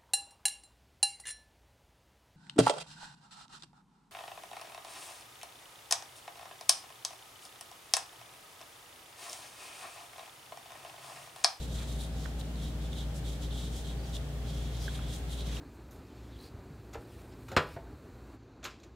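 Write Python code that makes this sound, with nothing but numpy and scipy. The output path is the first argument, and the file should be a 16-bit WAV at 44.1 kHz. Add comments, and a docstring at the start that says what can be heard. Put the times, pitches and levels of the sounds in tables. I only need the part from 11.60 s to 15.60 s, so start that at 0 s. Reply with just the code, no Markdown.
"""A low hum of mains and ventilation fills a small room as short, hissing strokes begin.
A gloved fingertip works polishing paste over a metal block: grit excites resonances near 3.5 kHz,
the wet paste hisses and fizzes, and the glove drags dully. Now and then the rubber chirps by
stick-slip friction, or a coarse grain cracks. Later the glove squeaks faintly, and strokes along
the far edge make one mode of the metal sing."""
import sys
import numpy as np
from scipy import signal
from scipy.io import wavfile
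from scipy.ndimage import uniform_filter1d

SR = 44100
rng = np.random.default_rng(int(sys.argv[2]) if len(sys.argv) > 2 else 0)


def master(y):
    """Save y as 16-bit WAV."""
    cut = np.clip(np.atleast_2d(y).T, -1, 1)
    pcm = np.round(cut * 32767)  # scale
    wavfile.write(sys.argv[1], SR, pcm.astype(np.int16))


N = 176400
TIME = np.arange(N) / SR

# mains and fan tones: (frequency [Hz], rms level [dB], wander [Hz])
HUM_TONES = [(54.23, -54, 0.08), (58.78, -37.5, 0.11), (118.3, -49.5, 0.67), (145.4, -50, 0.81),
             (162.3, -52.5, 0.32), (178, -57.5, 0.13), (215.5, -60, 1.15), (236.7, -59.5, 1.1),
             (295.8, -60.5, 2.6), (402.8, -59.5, 10), (566.3, -65.5, 14.06), (646, -67, 10.08),
             (772, -67, 20)]
# ventilation noise: (frequency [Hz], relative density [dB])
AIR_SPECTRUM = [(25, -19), (40, -4), (62, -7.5), (80, 3), (100, -5), (140, 2.5), (200, -8.5), (280, -4),
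                (350, -20.5), (420, -6.5), (500, -12.5), (750, -17), (1000, -22.5), (1600, -23.5),
                (2400, -26.5), (3300, -23.5), (4500, -29.5), (8000, -32.5), (15000, -40.5)]
# its likeness at the two ears: (frequency [Hz], correlation [0-1])
AIR_CORRELATION = [(60, 0.93), (150, 0.97), (380, 0.72), (950, 0.56), (2400, 0), (6000, 0.01), (15000, 0.1)]
# finger strokes: (middle [s], length [s], relative rasp [dB], relative hiss [dB], hiss centre [Hz])
FINGER_STROKES = [(0.021,0.078,-49.5,-52,7560), (0.18,0.13,-47,-50,7040), (0.317,0.08,-49,-51,7500),
                  (0.424,0.069,-46,-48,8300), (0.627,0.12,-54.5,-53.5,6000), (0.803,0.022,-47,-49.5,7700),
                  (1.043,0.1,-50,-54.5,6800), (1.248,0.059,-53.5,-58,7000), (1.332,0.023,-49.5,-58,7000),
                  (1.395,0.068,-46.3,-52,7000), (1.57,0.037,-62,-49.5,7540), (1.678,0.046,-49.5,-51,7000),
                  (1.742,0.045,-53.5,-54.5,7000), (1.841,0.05,-48.5,-51,6540), (1.923,0.034,-49,-67,7000),
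                  (2.015,0.13,-48,-51.5,7040), (2.172,0.076,-53,-50,6940), (2.283,0.075,-48,-53.5,7250),
                  (2.478,0.06,-59,-55.5,5800), (2.554,0.038,-45,-49.5,6800), (2.888,0.055,-52,-54.5,5200),
                  (3.005,0.16,-55.5,-54.5,6050), (3.163,0.053,-52,-54,5600), (3.24,0.056,-52,-46,5160),
                  (3.3,0.068,-53,-56.5,7000), (3.356,0.064,-49,-51,8150), (3.474,0.15,-56,-61,6360),
                  (3.542,0.066,-52.5,-48,7340), (3.721,0.053,-46,-49.5,8050), (3.798,0.058,-46,-52.5,7400),
                  (3.886,0.057,-49,-54.5,6000), (3.954,0.076,-47,-50.5,6250)]
# resonances struck by the grit: (frequency [Hz], bandwidth [Hz], relative gain [dB])
GRIT_MODES = [(3090, 240, -8), (3330, 230, 1), (3730, 270, 0.5), (4060, 400, -9.5)]
# the rasp darkens as the finger works further back: (time [s], tilt [dB/octave])
GRIT_TILT = [(.8, 23), (1.4, -8), (2.3, 2), (3.25, -6), (3.8, 9)]
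# likeness of the rubbing at the two ears: (frequency [Hz], correlation [0-1])
RUB_CORRELATION = [(1000, 0.29), (3500, 0.9), (7000, 0.34), (14000, .2)]
# fine sheen of the wet paste: (frequency [Hz], relative density [dB])
SHEEN_SPECTRUM = [(2500, -4), (4500, 5.5), (7500, -3.5), (9500, -2.5), (11000, -4), (13000, -4.5),
                  (15500, -19)]
# dull drags of the glove: (middle [s], length [s], level [dB])
GLOVE_DRAGS = [(0.206, 0.066, -54), (3.365, 0.087, -56), (3.33, 0.84, -63.5), (3.95, 0.11, -52.5)]
# their friction noise: (frequency [Hz], relative density [dB])
DRAG_SPECTRUM = [(500, -43), (900, 5), (1500, 3), (2200, 3.5), (2800, 3), (4000, -36)]
# slips of the rubber: (time [s], length [s], pitch [Hz], level [dB], left minus right [dB])
RUBBER_SLIPS = [(0.655, 0.0035, 1700, -39, -6), (0.6593, 0.0016, 1500, -36.5, -18),
                (3.2797, 0.0079, 1557, -34.5, -7), (3.391, 0.0046, 1370, -42, -9),
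                (3.969, 0.0024, 2870, -35.5, -6)]
# coarse grains breaking: (time [s], relative level [dB], ring frequency [Hz])
GRAIN_CRACKS = [(0.8115, -37.5, 3760), (0.9575, -46, 4020), (1.3313, -39.5, 3430), (2.5666, -34, 3660),
                (3.807, -38, 3850)]
# the wet glove sliding off: (middle [s], length [s], pitch [Hz], level [dB])
GLOVE_SQUEAKS = [(2.399, 0.017, 4570, -57), (2.445, 0.02, 4780, -55.5)]
# strokes along the far edge of the metal: (middle [s], length [s], level [dB])
EDGE_STROKES = [(3.0, 0.22, -56.5), (3.28, .07, -56), (3.5, 0.16, -55)]

CONTACT_CORRELATION, CONTACT_PAN_DB = 0.76, -2.4


def from_db(db):
    """Amplitude grows tenfold for every 20 dB."""
    return 10 ** (np.asarray(db) / 20)


def rms_one(x):
    """Normalisation to unit mean power."""
    return x / np.sqrt(np.mean(x ** 2) + 1e-20)


def at_hz(points, hz):
    """Interpolation on a logarithmic frequency axis."""
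    frequencies, values = np.transpose(points)
    return np.interp(np.log(hz), np.log(frequencies), values)


def pan(db):
    """Channel gains for a level difference, left minus right."""
    return from_db(np.array([[db], [-db]]) / 2)


def drift(corner_hz):
    """Low-passed noise of unit rms: a smooth random fluctuation."""
    step, settle = 40, 2000  # samples per point; points discarded
    pole = np.exp(-2 * np.pi * corner_hz * step / SR)
    white = rng.standard_normal(N // step + settle + 2)
    slow = signal.lfilter([1], [1, -2 * pole, pole * pole], white)[settle:]
    return np.interp(np.arange(N) / step, np.arange(len(slow)), rms_one(slow))


def widen(mid, side, correlation):
    """The sum and difference of independent signals form a partly correlated stereo pair."""
    left_right = np.array([[1], [-1]])
    return np.sqrt((1 + correlation) / 2) * mid + np.sqrt((1 - correlation) / 2) * side * left_right


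def bandpass(x, low_hz, high_hz, order=2):
    """A band-pass filter; at order 1, a simple damped resonator."""
    return signal.sosfilt(signal.butter(order, [low_hz, high_hz], "band", fs=SR, output="sos"), x + 1e-18)


def band(x, low_hz, high_hz, correlation, order=2):
    """Two independent signals, band-limited and mixed to stereo at unit rms."""
    return rms_one(widen(*bandpass(x, low_hz, high_hz, order), correlation))


def noise(spectrum, correlation):
    """Third-octave bands superpose into coloured stereo noise of unit rms."""
    out, white = 0, rng.standard_normal((2, 2, N))
    edges = 22 * 2 ** (np.arange(30) / 3)
    for k, (low, high) in enumerate(zip(edges, edges[1:])):
        if high > spectrum[0][0] and low < spectrum[-1][0]:
            hz = np.sqrt(low * high)
            mid, side = bandpass(white[k % 2], low, high)
            out = out + from_db(at_hz(spectrum, hz)) * widen(mid, side, at_hz(correlation, hz))
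    return rms_one(out)


def swell(t, middle, length, flatness=2.5):
    """Amplitude follows the speed of the finger, in a flat-topped bell."""
    return np.exp(-.5 * np.minimum(np.abs(2 * (t - middle) / length) ** flatness, 40))


def stroke_level(rows):
    """Overlapping strokes are incoherent, so their powers add."""
    t = TIME[::20]
    power = sum((from_db(db) * swell(t, middle, length)) ** 2 for middle, length, db in rows)
    return np.interp(TIME, t, np.sqrt(power))


def clicks(per_s=5000, spread_db=3):
    """Shot noise: two independent trains of random impulses of uneven size."""
    sizes = from_db(spread_db * np.minimum(rng.exponential(1, (2, N)), 5))
    signs = rng.choice([-1, 1], (2, N))
    return sizes * signs * (rng.random((2, N)) < per_s / SR)


def hum():
    """Mains and fan tones superpose, each wavering in frequency and level."""
    out, strongest = 0, max(db for _, db, _ in HUM_TONES)
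    for hz, db, wander_hz in HUM_TONES:
        waver_db = 0.63 if db == strongest else 2.5
        cycles = np.cumsum(hz + wander_hz * drift(corner_hz=3.883)) / SR + rng.random()
        amplitude = np.sqrt(2) * from_db(db + waver_db * drift(corner_hz=1.83))
        out = out + amplitude * np.sin(2 * np.pi * cycles)
    return out * pan(db=1.14)


def ventilation():
    """Moving air gives steady broadband noise, most coherent at low frequencies."""
    return from_db(-43.5) * noise(AIR_SPECTRUM, AIR_CORRELATION)


def grit_rasp(gain_db=-3.5, pivot_hz=3750):
    """Dense impacts of grit excite damped resonances, whose balance shifts as the finger moves."""
    modes, tilt = 0, np.interp(TIME, *np.transpose(GRIT_TILT))
    for hz, width_hz, db in GRIT_MODES:
        ring = bandpass(clicks(), hz - width_hz / 2, hz + width_hz / 2, order=1)
        gain = from_db(db + tilt * np.log2(hz / pivot_hz))
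        modes = modes + gain * widen(*ring, CONTACT_CORRELATION)
    rasp = rms_one(bandpass(modes, 2750, 4700, order=3) * pan(CONTACT_PAN_DB))
    middle, length, rasp_db, _, _ = np.transpose(FINGER_STROKES)
    return stroke_level(zip(middle, length, rasp_db + gain_db)) * rasp


def paste_swishes(gain_db=-6, width_octaves=0.66):
    """Squeezed paste radiates band-limited noise whose centre varies from stroke to stroke."""
    out, white = np.zeros((2, N)), rng.standard_normal((2, N))
    for middle, length, _, db, hz in FINGER_STROKES:
        near = np.abs(TIME - middle) < 1.5 * length
        edges = hz * 2 ** (np.array([-.5, .5]) * width_octaves)
        swish = band(white[:, near], *edges, at_hz(RUB_CORRELATION, hz))
        out[:, near] += from_db(db + gain_db) * swell(TIME[near], middle, length) * swish
    return out


def paste_hiss():
    """Bursting bubbles add shot noise to the swishes; the breaking wet film modulates a fine sheen."""
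    middle, length, _, hiss_db, _ = np.transpose(FINGER_STROKES)
    smear = stroke_level(zip(middle, length, hiss_db))
    bubbles = from_db(-11) * band(clicks(per_s=970), 5800, 10000, correlation=.4)
    swishes = paste_swishes()
    fizz_db = 2.2 * drift(corner_hz=260)
    sheen = from_db(-5.5 + fizz_db) * noise(SHEEN_SPECTRUM, RUB_CORRELATION)
    return (swishes + smear * (bubbles + sheen)) * pan(db=1.3)


def glove_drag():
    """Sliding friction of the glove gives dull midrange noise."""
    return stroke_level(GLOVE_DRAGS) * noise(DRAG_SPECTRUM, RUB_CORRELATION) * pan(db=-2)


def rubber_slips(sag=0.24, attack=0.56, octave_db=-11):
    """Stick-slip oscillation: the rubber catches and chirps for a few cycles, sagging in pitch."""
    out = np.zeros((2, N))
    for time, length, hz, db, pan_db in RUBBER_SLIPS:
        progress = np.linspace(0, 1, int(length * SR))
        phase = 2 * np.pi * np.cumsum(hz * (1 - sag * (progress - .5))) / SR
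        envelope = from_db(db) * np.sin(np.pi * progress ** attack)  # rises faster than it dies
        chirp = envelope * (np.sin(phase) + from_db(octave_db) * np.sin(2 * phase))
        start = int(time * SR)
        out[:, start:start + len(chirp)] += (chirp * pan(pan_db))[:, :N - start]
    return out


def grain_cracks(gain_db=-2.5, decay_s=0.0029, width_hz=440):
    """Fracture of a coarse grain gives a snap and a damped ring, pitched by where it breaks."""
    snap = from_db(-10) * band(rng.standard_normal((2, N)), 2300, 7100, CONTACT_CORRELATION)
    out, white = 0, rng.standard_normal((2, N))
    for time, db, hz in GRAIN_CRACKS:
        ring = band(white, hz - width_hz / 2, hz + width_hz / 2, CONTACT_CORRELATION)
        local_power = uniform_filter1d(np.mean(ring ** 2, axis=0), size=64)
        steady_ring = ring / np.sqrt(local_power + 1e-9)
        decay = (TIME >= time) * np.exp(-np.clip((TIME - time) / decay_s, 0, 20))
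        out = out + from_db(db + gain_db) * decay * (steady_ring + snap)
    return out * pan(CONTACT_PAN_DB)


def glove_squeaks(rise_hz_per_s=3500):
    """Friction of wet, sliding rubber sustains thin, unsteady tones that rise slightly."""
    out, jitter_hz = 0, 110 * drift(corner_hz=200)
    for middle, length, hz, db in GLOVE_SQUEAKS:
        cycles = np.cumsum(hz + rise_hz_per_s * (TIME - middle) + jitter_hz) / SR
        out = out + from_db(db) * swell(TIME, middle, length) * np.sin(2 * np.pi * cycles)
    return out * pan(CONTACT_PAN_DB)


def metal_singing(hz=3325, width_hz=170):
    """Resonance: broadband friction feeds one narrow mode of the metal."""
    mode = band(clicks(), hz - width_hz / 2, hz + width_hz / 2, CONTACT_CORRELATION, order=1)
    return stroke_level(EDGE_STROKES) * mode * pan(CONTACT_PAN_DB)


def reverberation(x, t60_s=0.47, gain_db=-11.5):
    """Diffuse reflections decay exponentially and differ at each ear."""
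    t = TIME[:SR // 2]
    tail = rng.standard_normal((2, len(t))) * from_db(-60 * t / t60_s) * (t > .003)
    tail /= np.sqrt(np.sum(tail ** 2, axis=1, keepdims=True))
    return from_db(gain_db) * signal.fftconvolve(x, tail, axes=1)[:, :N]


def scene(rasp_judder_db=1.06, hiss_judder_db=1.53):
    """The sources superpose in the room; the finger's judder modulates rasp, hiss and drag together."""
    judder = drift(corner_hz=31)
    rasp, hiss, drag = grit_rasp(), paste_hiss(), glove_drag()
    rubbing = (rasp + drag) * from_db(rasp_judder_db * judder) + hiss * from_db(hiss_judder_db * judder)
    finger = rubbing + metal_singing() + grain_cracks() + rubber_slips() + glove_squeaks()
    return finger + reverberation(finger) + hum() + ventilation()


def record(dry, cutoff_hz=15700):
    """A steep low-pass filter removes the highest treble."""
    return signal.sosfilt(signal.ellip(12, .1, 90, cutoff_hz, fs=SR, output="sos"), dry)


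dry = scene()
out = record(dry)
master(out)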